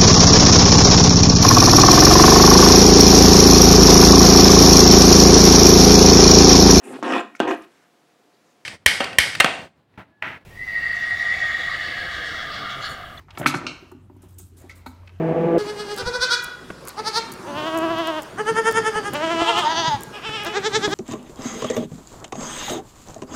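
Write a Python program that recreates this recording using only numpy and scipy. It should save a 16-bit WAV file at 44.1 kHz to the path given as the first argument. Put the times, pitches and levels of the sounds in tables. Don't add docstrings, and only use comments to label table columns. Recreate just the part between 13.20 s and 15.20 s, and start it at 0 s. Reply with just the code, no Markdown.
import sys
import numpy as np
from scipy import signal
from scipy.io import wavfile

SR = 44100
rng = np.random.default_rng(int(sys.argv[2]) if len(sys.argv) > 2 else 0)


def digitize_waveform(pressure):
    field = np.atleast_2d(pressure).T
    bounded = np.clip(field, -1, 1)
    quanta = np.round(bounded * 32767).astype(np.int16)
    wavfile.write(sys.argv[1], SR, quanta)


def gain_from_db(level_db):
    decades = np.asarray(level_db, float) / 20
    return 10 ** decades


N = 88200
T = np.arange(N) / SR

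# f/Hz, relative level/dB, t60/s
BENCH_MODES = [(141.5, -7.5, 0.34), (181.7, -0.5, .08), (257, -0.5, 0.1), (300, -2, 0.19),
               (352.6, 0.5, .08), (362, -6, 0.096), (600, 2, 0.13)]


def rms_one(x):
    return x / np.sqrt(np.mean(x ** 2) + 1e-20)


def at_hz(points, hz):
    table_hz, values = np.transpose(points)
    return np.interp(np.log(hz), np.log(table_hz), values)


def drift(rate_hz):
    r = np.exp(-2 * np.pi * rate_hz / SR)
    noise = rng.standard_normal(N + SR)
    return rms_one(signal.lfilter([1], [1, -2 * r, r * r], noise)[SR:])


def ring(clicks, hz, t60):
    r = gain_from_db(-60 / (max(t60, .004) * SR))
    w = 2 * np.pi * hz / SR
    return signal.lfilter([0, np.sin(w)], [1, -2 * r * np.cos(w), r * r], clicks + 1e-18)


def body(force, modes, scatter_db):
    out = 0
    for hz, db, t60 in modes:
        strength = gain_from_db(db + scatter_db * rng.standard_normal())
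        out = out + strength * ring(force, hz, t60)
    return out


def add(out, sound, s, peak_db):
    i = int(s * SR)
    levelled = gain_from_db(peak_db) * sound / np.abs(sound).max()
    out[i:i + len(sound)] += levelled[:N - i]


def bands():
    edges = 25 * 2 ** (np.arange(29) / 3)
    return [(np.sqrt(low * high), signal.butter(2, [low, high], "band", fs=SR, output="sos"))
            for low, high in zip(edges, edges[1:])]


def coloured(spectrum, patchy_db):
    white = rng.standard_normal((2, N + SR // 2))
    out = 0
    for k, (hz, sos) in enumerate(bands()):
        level = gain_from_db(at_hz(spectrum, hz) + patchy_db * drift(8.6))
        out = out + level * signal.sosfilt(sos, white[k % 2])[-N:]
    return rms_one(out)


def air():
    # f/Hz, relative density/dB per Hz
    spectrum = [(25, -22), (45, -9), (100, -0.5), (160, -6), (370, -12.5), (480, -31.5), (900, -27.5),
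                (4800, -42.5), (16000, -49)]
    return gain_from_db(-55) * coloured(spectrum, patchy_db=3.5)


def hum():
    # t/s, rms level/dB around which it wavers
    tone_level = [(0, -55.5), (.15, -51.5), (.5, -64.5), (.8, -50.5), (1.1, -49), (1.55, -50), (2, -42.5)]
    # t/s, f/Hz around which it wavers
    tone_pitch = [(1.1, 92.52), (1.3, 87.3), (2, 88.6)]
    waver_hz, waver_db = 1.3, 2.3
    drone_hz, drone_db, drone_t60_s = 61, -57, 0.11
    hz = np.interp(T, *np.transpose(tone_pitch)) + waver_hz * drift(19)
    db = np.interp(T, *np.transpose(tone_level)) + waver_db * drift(24)
    tone = np.sqrt(2) * gain_from_db(db) * np.sin(2 * np.pi * np.cumsum(hz) / SR)
    once = ring(rng.standard_normal(N + SR), drone_hz, drone_t60_s)
    drone = ring(once, drone_hz, drone_t60_s)[SR:]
    return tone + gain_from_db(drone_db) * rms_one(drone)


def rustle():
    # t/s, rms level/dB
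    handling = [(0, -55), (.07, -72.5), (.16, -52), (.7, -60.5), (.85, -81.5), (1.05, -61), (1.3, -81),
                (1.42, -57.5), (1.58, -60.5), (1.78, -60), (2, -63)]
    # f/Hz, relative density/dB per Hz
    spectrum = [(250, -8), (500, 10.5), (1500, 5.5), (3500, -3), (6000, -10.5), (9000, -16.5)]
    return gain_from_db(np.interp(T, *np.transpose(handling))) * coloured(spectrum, patchy_db=2.5)


def peels():
    # t/s, relative level/dB, rise/s, t60/s
    bursts = [(0.179, -24.5, 0.01, 0.12), (0.716, -44, 0.0009, 0.033), (0.965, -52.5, 0.0025, 0.059),
              (1.018, -47, .005, 0.2), (1.079, -50.5, 0.012, 0.47), (1.182, -39.5, 0.0033, 0.34),
              (1.365, -44, 0.013, 0.41), (1.491, -47.5, 0.0028, 0.08), (1.548, -37.5, 0.033, 0.16),
              (1.659, -45.5, 0.0045, 0.27), (1.851, -53, 0.015, 0.087)]
    # f/Hz, relative density/dB per Hz
    spectrum = [(1800, -32.5), (3000, 1.5), (5000, 0.5), (8000, 8.5), (11000, 3.5), (15500, 4.5)]
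    bite_db, bite_s = 3.5, 0.0039
    power = np.zeros(N)
    for s, db, rise, t60 in bursts:
        t = np.maximum(T - s, 0)
        swell = np.minimum(t / rise, 1) ** 2
        fade = gain_from_db(-120 * t / t60 + 2 * bite_db * np.exp(-t / bite_s))
        power += gain_from_db(db) ** 2 * swell * fade
    grain = gain_from_db(-10 + 2 * drift(110))
    return np.sqrt(power) * grain * coloured(spectrum, patchy_db=2)


def squeak():
    # t/s, level/dB, t60/s
    onsets = [(1.14, -61, .08), (1.184, -50, .25)]
    level = np.zeros(N)
    for s, db, t60 in onsets:
        rise = np.clip((T - s) / 0.0012, 0, 1)
        level += gain_from_db(db - 60 * np.maximum(T - s, 0) / t60) * rise
    return level * rms_one(ring(rng.standard_normal(N), hz=8150, t60=.013))


def clinks():
    # t/s, peak level/dB
    strikes = [(0.271, -22), (.466, -16)]
    # f/Hz, relative level/dB, t60/s
    clusters = [(1370, -2, 0.26), (2400, 0.5, 0.32), (2800, -1, 0.36), (4000, -1, 0.28), (5294, -4, 0.16),
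                (6080, -10.5, 0.29), (8000, -17, 0.28)]
    cluster_width = .085
    rise_s, bite_db, bite_s = .002, 14, 0.0036
    out, t = np.zeros(N), T[:SR // 2]
    for s, db in strikes:
        sound = 0
        for hz, level_db, t60 in clusters:
            spread, phase = rng.standard_normal((2, 30, 1))
            mode_hz = hz * (1 + cluster_width * spread)
            beating = np.sum(np.sin(2 * np.pi * (mode_hz * t + phase)), axis=0)
            sound = sound + gain_from_db(level_db - 60 * t / t60) * rms_one(beating)
        bite = gain_from_db(bite_db * np.exp(-t / bite_s))
        add(out, sound * np.minimum(t / rise_s, 1) * bite, s, db)
    return out


def crunch():
    # t/s, rms level/dB of the grains and of the shaken bench alike
    grinding = [(.17, -61), (.2, -34.5), (.25, -34), (.33, -48), (.4, -42.5), (.46, -42.5), (.6, -64)]
    grains_per_s, low_hz, high_hz, voices = 1800, 485.5, 3500, 16
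    cycles = 7
    sizes = gain_from_db(4.395 * np.minimum(rng.exponential(1, N), 5))
    sizes = sizes * rng.choice([-1, 1], N) * (rng.random(N) < grains_per_s / SR)
    dealt = rng.integers(0, voices, N)
    grains = 0
    for k, hz in enumerate(np.geomspace(low_hz, high_hz, voices)):
        grains = grains + ring(sizes * (dealt == k), hz, cycles / hz)
    grains = signal.sosfilt(signal.butter(2, high_hz / 2, fs=SR, output="sos"), grains)
    shaken = rms_one(body(sizes, BENCH_MODES, scatter_db=0.5))
    level = gain_from_db(np.interp(T, *np.transpose(grinding), left=-120, right=-120))
    return (rms_one(grains) + shaken) * level


def knocks():
    # t/s, peak level/dB, centre f/Hz
    hits = [(.175, -34, 368), (0.196, -27.5, 151), (0.26, -16, 290), (0.265, -25.5, 143.6),
            (.342, -18, 294), (0.35, -24, 141), (0.442, -30.5, 320), (0.623, -38, 330), (0.719, -36.5, 360),
            (0.746, -37, 257), (0.899, -39.5, 368), (.963, -41.5, 287), (1.032, -41, 358),
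            (1.198, -46, 390), (1.354, -47, 257), (1.439, -37.5, 309), (1.663, -33.5, 275)]
    contact_s, width = 0.0035, .55
    out, t = np.zeros(N), T[:SR // 3]
    for s, db, hz in hits:
        force = (1 + rng.standard_normal(len(t))) * np.exp(-t / contact_s)
        spot = signal.iirpeak(hz, 1 / width, SR)
        for _ in range(2):
            force = signal.lfilter(*spot, force)
        add(out, body(force, BENCH_MODES, scatter_db=4.5), s, db)
    return out


def cracks():
    # t/s, peak level/dB, centre f/Hz, filter width/share of centre, run length/s
    runs = [(.082, -39, 1040, 1.44, 0.032), (.104, -35.5, 2780, 1.2, 0.0094), (.149, -41, 2800, 0.4, 0.015),
            (.173, -19.5, 1120, 2.75, 0.0059), (.227, -26.5, 1720, 0.51, 0.021),
            (.259, 0, 1445, 0.9, 0.0038), (.263, -4, 2410, 0.97, 0.0046), (.269, -13.5, 3798, 1.4, 0.023),
            (0.262, -20, 9800, 0.88, 0.028), (.280, -15.5, 2593, 3, 0.041), (.338, -13, 1300, 1.35, 0.014),
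            (0.344, -27, 5010, 1.4, 0.033), (.713, -40, 1000, 1.37, 0.011), (.895, -44.5, 950, 0.96, 0.017),
            (.960, -52, 900, .7, 0.012), (1.030, -50, 835, .9, 0.026), (1.183, -33.5, 13000, 0.65, 0.01),
            (1.195, -47.5, 1050, 1.43, .01), (1.443, -47, 750, 0.38, 0.012),
            (1.494, -33.5, 2025, 0.2, 0.008), (1.494, -37, 3050, 2, 0.032),
            (1.511, -36.5, 2090, 0.13, .005), (1.660, -25.5, 1000, 1.4, 0.012),
            (1.661, -35.5, 4050, 0.28, 0.011), (1.661, -41, 2240, 0.33, 0.013),
            (1.832, -45, 1000, 0.46, 0.0026), (1.874, -38, 2200, 1.47, 0.0068),
            (1.892, -40, 2000, 1.33, 0.0097)]
    # f/Hz, relative level/dB, t60/s
    shell = [(730, -17.5, 0.03), (1000, 5, 0.016), (1341, 5.5, 0.037), (1539, 3, .05), (2282, -4.5, 0.089),
             (2685, 0.5, 0.02), (4300, -17, 0.046), (6080, -24, 0.079)]
    slips_per_s, slip_spread_db, swell_s = 4000, 5, .002
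    shell_db = -9
    out, t = np.zeros(N), T[:SR // 5]
    for s, db, hz, width, run in runs:
        slips = (rng.random(len(t)) < slips_per_s / SR) * rng.choice([-1, 1], len(t))
        sizes = gain_from_db(slip_spread_db * rng.standard_normal(len(t)))
        envelope = np.minimum(t / swell_s, 1) * np.exp(-(t / run) ** 2)
        direct = slips * sizes * envelope
        place = signal.iirpeak(hz, 1 / width, SR)
        for _ in range(3):
            direct = signal.lfilter(*place, direct)
        rung = body(direct, shell, scatter_db=2.5)
        both = direct / np.abs(direct).max() + gain_from_db(shell_db) * rung / np.abs(rung).max()
        add(out, both, s, db)
    return out


def hall(x):
    # f/Hz, t60/s
    decay = [(100, 0.61), (400, 0.74), (2000, 0.56), (6000, 0.52), (14000, 0.11)]
    t, white = T[:SR], rng.standard_normal((2, SR))
    tail = 0
    for k, (hz, sos) in enumerate(bands()):
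        tail = tail + signal.sosfilt(sos, white[k % 2]) * gain_from_db(-60 * t / at_hz(decay, hz))
    tail = tail * np.clip(t / 0.0039 - .5, 0, 1)
    return signal.fftconvolve(x, tail / np.sqrt(np.sum(tail ** 2)))[:N]


def scene():
    work = cracks() + knocks() + clinks() + peels() + squeak() + crunch()
    work = signal.sosfilt(signal.butter(4, 115, "high", fs=SR, output="sos"), work)
    echo = gain_from_db(-13.5) * hall(work)
    return (work + echo + rustle() + hum() + air())[None]


def top_cut(x):
    return signal.sosfilt(signal.butter(12, 16800, fs=SR, output="sos"), x)


def record(dry):
    rounded = np.tanh(dry)
    mic = signal.sosfilt(signal.butter(2, 45, "high", fs=SR, output="sos"), rounded)
    mix = signal.sosfilt(signal.cheby2(10, 35, 16200, fs=SR, output="sos"), mic)
    return top_cut(mix)


dry = scene()
out = record(dry)
digitize_waveform(out)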